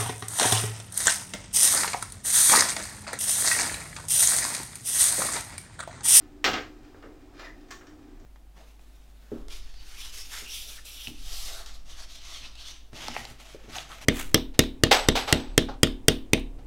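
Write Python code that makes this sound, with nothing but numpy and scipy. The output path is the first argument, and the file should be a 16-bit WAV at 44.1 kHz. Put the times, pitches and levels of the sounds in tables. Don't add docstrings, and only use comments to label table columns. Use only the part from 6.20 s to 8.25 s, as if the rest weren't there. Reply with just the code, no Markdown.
import sys
import numpy as np
from scipy import signal
from scipy.fft import rfft, irfft, next_fast_len
from scipy.io import wavfile

SR = 44100
rng = np.random.default_rng(int(sys.argv[2]) if len(sys.argv) > 2 else 0)


def generate_wav(sig):
    pcm = np.round(np.clip(np.atleast_2d(sig).T, -1, 1) * 32767).astype(np.int16)
    wavfile.write(sys.argv[1], SR, pcm)


N = 90404
TIME = np.arange(N) / SR
RING_SAMPLES = 2 ** 15
# pitch_hz, level_db, t60_s
PAN_MODES = [(256, -52, 0.25), (313.4, -46.5, 0.15), (424.7, -44, 0.17), (500, -56, 0.23), (739, -49, 0.19),
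             (1272, -43.5, .12), (1580, -45, 0.12), (1833, -50, 0.1), (2085, -48, 0.16),
             (2778, -43.5, 0.069), (3030, -52.5, .1), (3580, -58.5, 0.14), (4100, -50, 0.049),
             (5430, -52.5, 0.092)]


def pan():
    # start_s, level_db, brightness_hz, bass_cut_hz
    knocks = [(0.2424, 12.5, 14400, 694), (0.2480, 13, 7500, 640), (0.2598, 9.5, 6540, 250),
              (0.2645, 5.5, 3970, 200), (0.2774, 13.5, 1010, 80.4), (0.3334, 2, 7040, 250),
              (0.3395, 5, 5400, 248), (0.3500, 2.5, 2460, 600), (0.3625, 6.5, 1960, 800)]
    # frequency_hz, level_db
    crack = [(50, 1.5), (195, -2.5), (290, 11), (600, 1), (760, 5), (950, -1), (1250, 5), (2000, 4),
             (3200, 2.5), (6000, -5.5), (8000, -13.5), (10500, -39), (14000, -15), (16000, -12)]
    return blows(knocks, crack, PAN_MODES)


def spatula_taps():
    # start_s, level_db, brightness_hz, bass_cut_hz
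    taps = [(0.633, -27, 7000, 2500), (0.648, -22, 4000, 2500), (0.7450, -15.5, 1270, 600),
            (0.8254, -15, 3300, 1100), (0.838, -14, 1720, 100), (0.861, -13.5, 710, 100),
            (1.137, -27, 6000, 500), (1.6105, -13, 1900, 1390)]
    # frequency_hz, level_db
    wood = [(60, -15), (180, 7.5), (430, 19), (850, 2), (1400, 11), (2500, -2), (3400, -4.5), (7000, -5),
            (14000, -16)]
    return blows(taps, wood, PAN_MODES)


def spatula_scrape():
    # time_s, level_db
    rub_levels = [(0, -46.5), (.05, -70), (.11, -72.5), (.55, -59.5), (.65, -62.5), (.98, -66), (1.11, -67),
                  (1.17, -50.5), (1.2, -37), (1.225, -50.5), (1.255, -44), (1.28, -69), (1.42, -59.5),
                  (1.46, -67), (1.78, -67.5), (1.9, -63.5), (2.05, -78)]
    # frequency_hz, level_db
    rub_colour = [(100, -42), (400, 5), (1000, 3.5), (2000, 0.5), (3100, -4), (5200, -8), (7500, -14.5),
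                  (10500, -48.5), (14000, -50), (16000, -14)]
    # pitch_hz, level_db, t60_s
    rub_modes = [(777, -39, 0.06), (1252, -38, .08), (1726, -40.5, 0.032), (2405, -38.5, 0.05),
                 (3575, -39, 0.016), (4850, -39, 0.029)]
    slips_per_s, spread_db = 600, 4
    sizes = from_db(spread_db * np.minimum(rng.exponential(1, N), 4)) * rng.choice([-1, 1], N)
    slips = sizes * (rng.random(N) < slips_per_s / SR)
    strength = from_db(np.interp(TIME, *np.transpose(rub_levels)))
    steady_rms = np.std(body(slips, rub_colour, rub_modes))
    return body(slips * strength, rub_colour, rub_modes) / steady_rms


def spatula_squeak():
    start_s, length_s, level_db = 1.238, 0.042, -42.5
    start_hz, end_hz, jitter = 2027, 1740, 0.065
    progress = np.clip((TIME - start_s) / length_s, 0, 1)
    hz = (start_hz + (end_hz - start_hz) * progress) * (1 + jitter * drift(rate_hz=685))
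    swell = np.sqrt(np.abs(np.sin(np.pi * np.sqrt(progress))))
    return from_db(level_db) * swell * np.sqrt(2) * np.sin(2 * np.pi * np.cumsum(hz) / SR)


def grate():
    # start_s, level_db, brightness_hz, bass_cut_hz
    grate_clicks = [(1.485, -25.5, 8000, 300), (1.5068, -11.5, 14000, 694), (1.5105, -7, 11100, 300),
                    (1.669, -20.5, 8000, 200), (1.695, -20, 1500, 200), (1.9994, -29, 12000, 1500)]
    # frequency_hz, level_db
    grate_tick = [(100, -8), (400, 4.5), (800, -2), (1150, 6), (1700, 6.5), (2600, -2.5), (4000, -2.5),
                  (6500, 0), (8500, -11), (11000, -29.5), (14000, -9), (16000, -10)]
    # pitch_hz, level_db, t60_s
    grate_modes = [(1117, -39.5, 0.16), (1778, -37.5, 0.1), (2072, -44.5, 0.15), (3040, -47, 0.16),
                   (3570, -44.5, .1), (4480, -55, 0.068), (5580, -38, 0.068), (6100, -58, 0.063)]
    return blows(grate_clicks, grate_tick, grate_modes)


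def stove():
    # pitch_hz, level_db, t60_s
    stove_modes = [(58.4, -45, 0.72), (83.2, -42, 0.65), (104, -45, 0.44), (168, -37.5, 0.4)]
    start_s, rise_s = 0.27, 0.014
    t = np.maximum(TIME - start_s, 0)
    rings = sum(from_db(db) * die_away(t, t60) * np.sin(2 * np.pi * (hz * t + rng.random()))
                for hz, db, t60 in stove_modes)
    return rings * (1 - np.exp(-t / rise_s))


def fan():
    # frequency_hz, relative_db
    air_colour = [(15, -7.5), (24, 2), (45, -4), (80, -15), (112, -15.5), (140, -16.5), (205, -23),
                  (250, -14), (300, 0), (335, -15.5), (380, -12), (470, -20), (600, -25), (730, -19.5),
                  (930, -27), (2000, -33.5), (4000, -39), (8000, -42), (11000, -50), (15500, -45.5)]
    # pitch_hz, width_hz, level_db
    hum_bands = [(33.5, 2.43, -54.5), (61, 1.9, -79), (85.1, 2.7, -64.5), (117.7, 1.6, -71),
                 (233.7, 5.3, -66), (302.8, 12.6, -61), (370, 10.2, -62)]
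    air_db, waver = -50.5, 0.4
    out = from_db(air_db) * rms_one(coloured(rng.standard_normal(N), air_colour))
    for hz, width_hz, db in hum_bands:
        wandering_hz = hz + width_hz * drift(4 * width_hz)
        phase = 2 * np.pi * (np.cumsum(wandering_hz) / SR + rng.random())
        out += from_db(db) * rms_one(np.sin(phase) * (1 + waver * drift(2 * width_hz)))
    return out


def kitchen(x):
    # frequency_hz, t60_s
    room_t60 = [(100, 0.47), (400, 0.42), (1500, 0.29), (3000, 0.28), (6000, 0.32), (14000, 0.43)]
    direct_db, early_db, tail_db, tail_build_s = -17, -7, -3.5, 0.0014
    t, hz = TIME[:RING_SAMPLES], np.fft.rfftfreq(RING_SAMPLES, 1 / SR)
    white = rfft(rng.standard_normal(len(t)))
    early = from_db(early_db) * rms_one(die_away(t, t60_s=0.028))
    build = 1 - np.exp(-t / tail_build_s)
    edges_hz = np.r_[0, np.geomspace(200, 10000, 10), SR]
    response = from_db(direct_db) * signal.unit_impulse(len(t))
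    for low, high in zip(edges_hz, edges_hz[1:]):
        inside = (hz >= low) & (hz < high)
        tail = from_db(tail_db) * rms_one(build * die_away(t, at_hz(room_t60, (low + high) / 2)))
        power = early ** 2 + tail ** 2
        band_rms = np.sqrt(power.mean() * inside.mean() / len(t))
        response += band_rms * rms_one(irfft(white * inside) * np.sqrt(power))
    return signal.fftconvolve(x, response)[:len(x)]


def blows(contacts, crack, modes):
    out = np.zeros(N + RING_SAMPLES)
    struck = body(signal.unit_impulse(RING_SAMPLES), crack, modes)
    for start_s, db, brightness_hz, bass_cut_hz in contacts:
        hit = signal.lfilter(*signal.butter(2, brightness_hz, fs=SR), struck)
        hit = signal.lfilter(*signal.butter(1, bass_cut_hz, "high", fs=SR), hit)
        start = int(start_s * SR)
        out[start:start + RING_SAMPLES] += from_db(db) * kitchen(hit)
    return out[:N]


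def body(force, crack, modes):
    out = coloured(force, crack)
    for hz, db, t60 in modes:
        radius = from_db(-60 / (t60 * SR))
        pole_real = radius * np.cos(2 * np.pi * hz / SR)
        ringing = signal.lfilter([1, -pole_real], [1, -2 * pole_real, radius ** 2], force + 1e-18)
        out += from_db(db) * ringing
    return out


def coloured(x, spectrum):
    size = 2 * next_fast_len(len(x), True)
    gain = from_db(at_hz(spectrum, np.fft.rfftfreq(size, 1 / SR)))
    cepstrum = irfft(np.log(gain))
    cepstrum[1:size // 2] *= 2
    cepstrum[size // 2 + 1:] = 0
    return irfft(rfft(x, size) * np.exp(rfft(cepstrum)))[:len(x)]


def drift(rate_hz):
    hz = np.fft.rfftfreq(N, 1 / SR)
    return rms_one(irfft(rfft(rng.standard_normal(N)) / (1 + (hz / rate_hz) ** 2) ** 2, N))


def die_away(t, t60_s):
    return np.exp(-np.log(1000) * t / t60_s)


def at_hz(points, hz):
    points = np.array(points)
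    return np.interp(np.log(hz + 1e-3), np.log(points[:, 0]), points[:, 1])


def from_db(db):
    return 10 ** (np.asarray(db) / 20)


def rms_one(x):
    return x / np.sqrt(np.mean(x ** 2) + 1e-20)


def scene():
    landing = pan()
    spatula = spatula_taps() + kitchen(spatula_scrape() + spatula_squeak())
    return (landing + spatula + grate() + fan() + stove())[None]


def record(dry):
    cutoff_hz = 15900
    return signal.sosfilt(signal.ellip(12, 0.1, 80, cutoff_hz, fs=SR, output="sos"), dry)


dry = scene()
out = record(dry)
generate_wav(out)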